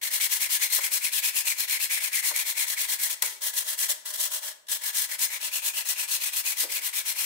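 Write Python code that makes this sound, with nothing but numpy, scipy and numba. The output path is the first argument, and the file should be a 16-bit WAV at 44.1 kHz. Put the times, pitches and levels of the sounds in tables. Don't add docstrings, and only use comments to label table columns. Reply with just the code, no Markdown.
import sys
import numpy as np
from scipy import signal
from scipy.fft import rfft, irfft, next_fast_len
from scipy.io import wavfile
from numba import njit

SR = 44100
rng = np.random.default_rng(int(sys.argv[2]) if len(sys.argv) > 2 else 0)


def pcm_store(signal):
    levels = np.round(np.clip(np.atleast_2d(signal), -1, 1) * 32767)
    wavfile.write(sys.argv[1], SR, levels.astype(np.int16).T)


N = 319725
TIME = np.arange(N) / SR


def from_db(db):
    return 10 ** (np.asarray(db) / 20)


def unit_rms(x):
    return x / np.sqrt(np.mean(x ** 2) + 1e-20)


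def at_hz(points, hz):
    table = np.array(points)
    return np.interp(np.log(np.maximum(hz, 1)), np.log(table[:, 0]), table[:, 1])


def automation(points):
    return np.interp(TIME, *np.transpose(points))


def equalise(x, curve):
    size = next_fast_len(N + SR // 10)
    gains = from_db(at_hz(curve, np.fft.rfftfreq(size, 1 / SR)))
    return irfft(rfft(x, size) * gains, size)[..., :N]


def butter(x, hz, kind, order=2):
    return signal.sosfilt(signal.butter(order, hz, kind, fs=SR, output="sos"), x + 1e-18)


def pan(left_db):
    gains = from_db(np.array([[.5], [-.5]]) * left_db)
    return gains / np.sqrt(np.mean(gains ** 2, axis=0))


def flicker(rate_hz):
    return unit_rms(butter(rng.standard_normal(N), rate_hz, "low"))


def burst(start, decay_s):
    age = np.clip((TIME - start) / decay_s, 0, 30)
    return 2 * (1 - np.exp(-6 * age)) * np.exp(-age)


# frequency in Hz, gain in dB.
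ROOM_TONE_EQ = [(20, -69), (100, -69), (250, -63), (600, -61), (2000, -66), (15000, -69)]
def room_tone():
    return equalise(rng.standard_normal((2, N)), ROOM_TONE_EQ)


# frequency in Hz, seconds to fall by 60 dB.
ROOM_DECAY = [(200, 1), (1000, 0.61), (4000, 0.43), (8000, 0.38), (15000, 0.24)]
def room_reverb(x, predelay_s=0.0052):
    age = TIME[:SR]
    edges_hz = np.geomspace(60, 17000, 11)
    tail = 0
    for low, high in zip(edges_hz, edges_hz[1:]):
        t60 = at_hz(ROOM_DECAY, np.sqrt(low * high))
        band = butter(rng.standard_normal((2, SR)), [low, high], "band")
        tail = tail + band * from_db(-60 * age / t60)
    tail = tail * (age > predelay_s)
    return signal.fftconvolve(x, tail / np.sqrt(np.sum(tail ** 2) / 2), axes=1)[:, :N]


def grit(speed, base_per_s=6000, extra_per_s=22000, size_db=2.0):
    chance = np.clip((base_per_s + extra_per_s * speed) / SR, .001, 1)
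    sizes = from_db(size_db * np.minimum(rng.exponential(1, N), 3))
    hits = (rng.random(N) < chance) * sizes / np.sqrt(chance)
    return unit_rms(hits * rng.uniform(-1.11, 1, (2, N)))


def ring(x, modes, place, wander_db, hollow=False):
    stroke_starts = [row[0] for row in STROKES]
    out = 0
    for k, (hz, width, db, left_db, right_side_db) in enumerate(modes):
        b, a = signal.iirpeak(hz, hz / width, fs=SR)
        wander = np.interp(TIME, stroke_starts, rng.standard_normal(len(STROKES)))
        feed = from_db(db + right_side_db * place + wander_db * wander)
        sign = 1 if hollow else (-1) ** k
        out = out + sign * pan(left_db) * signal.lfilter(b, a, x * feed + 1e-18)
    return out


# start in seconds, drive in dB, low-pass in Hz, decay in seconds.
FRAME_KNOCKS = [(0.785, -36, 2240, 0.0097), (2.308, -39.5, 2220, 0.013), (3.222, -39.5, 3000, 0.022),
                (3.891, -45.5, 920, 0.03), (6.633, -30.5, 455, 0.023)]
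def knocks():
    return sum(butter(rng.standard_normal((2, N)) * from_db(db) * burst(start, decay_s), hz, "low")
               for start, db, hz, decay_s in FRAME_KNOCKS)


# pitch in Hz, bandwidth in Hz, gain in dB, pan to the left
# in dB, extra gain in dB when the right side is rubbed.
BODY_MODES = [(395.4, 9.4, 4.5, 1, -12), (503, 8.8, 2, 0.89, -11), (623, 94, 3.1, 0.77, 10.5),
              (975, 210, 7.2, 2.3, 1.5), (1460, 560, 4.5, 1.9, 1.5)]
def frame_body(speed, drive, place, clack_db=-6.0):
    shake = butter(grit(speed), 560, "high", order=4)
    makeup_gain = 1 / np.std(ring(shake, BODY_MODES, 0, wander_db=0, hollow=True))
    jolts = knocks()
    body = ring(shake * drive + jolts, BODY_MODES, place, wander_db=0.6, hollow=True)
    clack = from_db(clack_db) * butter(jolts, 700, "high")
    return makeup_gain * butter(body + clack, 325, "high", order=4)


@njit
def gliding_resonance(x, hz, width_hz):
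    turn = 2 * np.pi * hz / SR
    r = np.exp(-np.pi * width_hz / SR)
    out = np.zeros(len(x))
    for i in range(2, len(x)):
        out[i] = x[i] - x[i - 2] + 2 * r * np.cos(turn[i]) * out[i - 1] - r * r * out[i - 2]
    return out


# time in seconds, gain in dB.
RASP_RIDE = [(0, -12), (.75, -10), (1.15, -8.5), (2.1, -6), (2.8, -10.5), (3.05, -14.5), (3.25, -11.5),
             (3.45, -25), (3.85, -20), (4.1, -44), (4.5, -25.5), (4.75, -20), (5.3, -11), (6.3, -12.5),
             (7.25, -13)]
def paper_rasp(progress, speed, paper_hz, direction, stretch=0.1, sag=0.057, outward_db=2):
    level_db = automation(RASP_RIDE) + outward_db * direction + 2 * np.tanh(flicker(31))
    hz = paper_hz * (1 + stretch * (speed - .8) - sag * (progress - .5) + 0.051 * flicker(77))
    rasp = np.array([gliding_resonance(side, hz, width_hz=180) for side in grit(speed)])
    rasp = butter(rasp, 1600, "high", order=4)
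    rasp = butter(rasp, 3760, "low")
    return from_db(level_db) * unit_rms(rasp) * pan(0.98)


# pitch in Hz, bandwidth in Hz, gain in dB, pan to the left in dB,
# extra gain in dB when the right side is rubbed.
STEEL_MODES = [(1674, 55, -0.5, -0.5, -0.5), (2000, 110, -2.5, 2.5, 0.5), (2803, 180, 0.5, -4.5, -5.5),
               (3286, 70, 0, -5, 2), (3530, 29, 2, -9, -3), (3540, 400, -1, 2.5, -1),
               (4190, 96, 6, 6.5, -6), (4535, 60, 0, 0, -4), (4810, 210, 0, -37, -2.5),
               (5133, 79, 1.5, 10, -5), (5390, 80, -1, -1, 2), (5650, 190, -1.5, 13, 2.5),
               (6170, 123, 1, 0.5, 1.5), (6634, 127, 3.5, 13, -1.5), (7946, 130, 3.5, 14, -0.5),
               (8650, 97, -3.5, -10, -3), (8486, 120, 5.5, 1, 0.5), (8760, 80, 6, 8, -2.5),
               (9190, 100, 3, -4, 2), (10070, 97, 7, 1.5, -0.5), (10860, 110, 5, 19, 0),
               (11680, 134, 7, -3, -3), (12950, 130, 5.5, 8, -9), (13400, 120, 1, -4, -3),
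               (14097.0, 133.0, -4, -1, 0), (15200, 340, -20, 6, 3)]
def rim_ring(speed, scrape, place, gain_db=1.5):
    return from_db(gain_db) * ring(grit(speed) * scrape, STEEL_MODES, place, wander_db=2.0)


# frequency in Hz, gain in dB.
HISS_EQ = [(70, -58), (250, -34), (1100, -21), (1500, -23.5), (2200, -12), (3000, -9.5), (5000, -3),
           (7200, 0), (9000, 1), (12000, 1), (15600, 3)]
def grit_hiss(speed, scrape, gain_db=0.06):
    return from_db(gain_db) * equalise(grit(speed) * scrape, HISS_EQ)


def brighten(x, speed, firm_db):
    tilt_db = 0.56 * firm_db + 7.0 * (speed - 1.2)
    lift = from_db(tilt_db / 2)
    lows = butter(x, 2400, "low", order=1)
    return lows / lift + (x - lows) * lift


def rust_stutter(patch_db=2.13, crust_db=0.4):
    patches = patch_db * np.clip(flicker(43.6), -2, 1)
    crust = crust_db * np.clip(flicker(710), -2, 1)
    return unit_rms(from_db(patches + crust))


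# start in seconds, drive in dB, decay in seconds.
PAPER_SNAGS = [(0.21, -25, 0.0023), (1.228, -33, 0.0019), (1.461, -32, .003), (1.604, -23, 0.003),
               (1.696, -23, .003), (2.13, -26, .003), (2.362, -19, 0.0018), (2.68, -28, 0.0046),
               (3.2217, -14.5, 0.004), (3.283, -35, 0.042), (3.418, -32, 0.0033), (3.788, -23.5, 0.0048),
               (3.886, -30, 0.0027), (4.055, -33, 0.012), (4.136, -31, 0.0063), (4.667, -48, 0.0082),
               (4.686, -30, .002), (4.715, -26.5, 0.0047), (5.191, -29, 0.0049), (5.23, -37, 0.0036),
               (5.413, -30.5, 0.0021), (6.57, -29, 0.0037)]
def snag_power():
    return sum((from_db(db) * burst(start, decay_s)) ** 2 for start, db, decay_s in PAPER_SNAGS)


# start in seconds, length in seconds,
# drive in dB, resonance of the paper in Hz.
STROKES = [(0.012, 0.084, -26.0, 2200), (0.102, 0.094, -25, 2100), (0.197, 0.083, -23.0, 2260),
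           (0.291, 0.1, -24, 2080), (0.39, 0.092, -24.5, 2220), (0.488, 0.1, -23.5, 2230),
           (0.594, 0.089, -24.5, 2150), (0.694, 0.11, -23, 2100), (0.8, 0.093, -26, 2200.0),
           (0.904, 0.09, -23, 2380), (1.005, 0.095, -25.5, 2330), (1.115, 0.096, -23.5, 2620),
           (1.215, 0.1, -24, 2450), (1.331, 0.1, -24.5, 2520), (1.444, 0.1, -24.5, 2360),
           (1.562, 0.1, -26, 2340.0), (1.673, 0.11, -24.5, 2350), (1.791, 0.086, -24.5, 2450),
           (1.891, 0.11, -25, 2350.0), (2.0, 0.098, -26, 2300.0), (2.116, 0.1, -24.5, 2150.0),
           (2.222, 0.11, -25, 2130), (2.334, 0.11, -25, 2240), (2.446, 0.09, -26.0, 2100),
           (2.55, 0.11, -25.5, 2210), (2.662, 0.092, -26.0, 2080), (2.763, 0.11, -25.0, 2320),
           (2.871, 0.1, -25.5, 2140), (2.983, 0.11, -23.5, 2210), (3.087, 0.063, -26.5, 2270),
           (3.213, 0.08, -27, 2160), (3.406, 0.11, -26.5, 2140), (3.527, 0.11, -25, 2460.0),
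           (3.64, 0.12, -27.5, 1960.0), (3.769, 0.11, -24.0, 2460.0), (3.881, 0.052, -23, 2170.0),
           (4.046, 0.084, -31, 2040), (4.119, 0.065, -30, 2180.0), (4.168, 0.12, -24.5, 2200.0),
           (4.3, 0.098, -27.5, 2580.0), (4.402, 0.13, -31, 2090), (4.681, 0.1, -25.5, 2390),
           (4.809, 0.11, -27.5, 2080), (4.927, 0.14, -24.0, 2170), (5.084, 0.084, -30.5, 2060),
           (5.181, 0.098, -24.5, 2310.0), (5.292, 0.095, -31.0, 2250), (5.401, 0.1, -28.5, 2600),
           (5.512, 0.097, -26, 2620), (5.617, 0.1, -25.0, 2600), (5.733, 0.099, -27, 2690),
           (5.846, 0.1, -25.5, 2730.0), (5.955, 0.109, -28.0, 2500), (6.072, 0.12, -25.5, 2620),
           (6.194, 0.113, -27, 2490), (6.318, 0.105, -25.5, 2570), (6.435, 0.11, -25, 2440),
           (6.561, 0.1, -24, 2520.0), (6.683, 0.12, -26, 2350), (6.81, 0.096, -27.0, 2230),
           (6.925, 0.1, -26.0, 2410.0), (7.044, 0.098, -26.5, 2320), (7.148, 0.13, -27, 2380.0)]
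def hand(place, usual_db=-25.5, lean_db=3.5, jerk_db=3.5, jerk_spread_db=2.5, jerk_s=0.0094):
    rows = np.array(STROKES)
    stroke = np.maximum(np.searchsorted(rows[:, 0], TIME) - 1, 0)
    start, length, drive_db, paper_hz = rows[stroke].T
    progress = np.clip((TIME - start) / length, 0, 1)
    speed = np.abs(np.sin(np.pi * progress))
    jerks_db = jerk_db + jerk_spread_db * rng.standard_normal(len(rows))
    bite_db = jerks_db[stroke] * np.exp(-np.abs(TIME - start) / jerk_s)
    thumb_db = lean_db * place * (progress - .5)
    force = speed ** 0.85 * from_db(drive_db + thumb_db + bite_db)
    firm_db = drive_db - usual_db
    direction = (-1) ** stroke
    return progress, speed, force, firm_db, direction, paper_hz


# time in seconds, place from 0 (upper left) to 1 (right side).
RIM_PATH = [(0, 0.15), (1.3, 0.02), (2.8, 0.22), (3.25, 0.56), (3.7, 0.64), (4.5, 0.84), (5.0, 0.22),
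            (5.4, 0.35), (7.25, 0.17)]
def sanding(frame_db=-20.5, left_db=4.5, pan_shift_db=-2.4):
    place = automation(RIM_PATH)
    progress, speed, force, firm_db, direction, paper_hz = hand(place)
    friction = rust_stutter() * force
    scrape = np.sqrt(friction ** 2 + snag_power())
    top = grit_hiss(speed, scrape) + rim_ring(speed, scrape, place)
    top = brighten(top, speed, firm_db) * pan(left_db + pan_shift_db * place)
    drag = friction / from_db(firm_db) / (speed + 0.33) ** 0.69
    rasp_drive = drag * from_db(0.43 * firm_db)
    frame_drive = drag * from_db(frame_db + 0.34 * firm_db)
    rasp = rasp_drive * paper_rasp(progress, speed, paper_hz, direction)
    return top + rasp + frame_body(speed, frame_drive, place)


def scene(reverb_db=-11):
    direct = sanding()
    return direct + from_db(reverb_db) * room_reverb(direct) + room_tone()


def record(dry, cutoff_hz=15760):
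    low_pass = signal.firwin(601, cutoff_hz, fs=SR)
    return signal.fftconvolve(dry, low_pass[None], mode="same", axes=1)


dry = scene()
out = record(dry)
pcm_store(out)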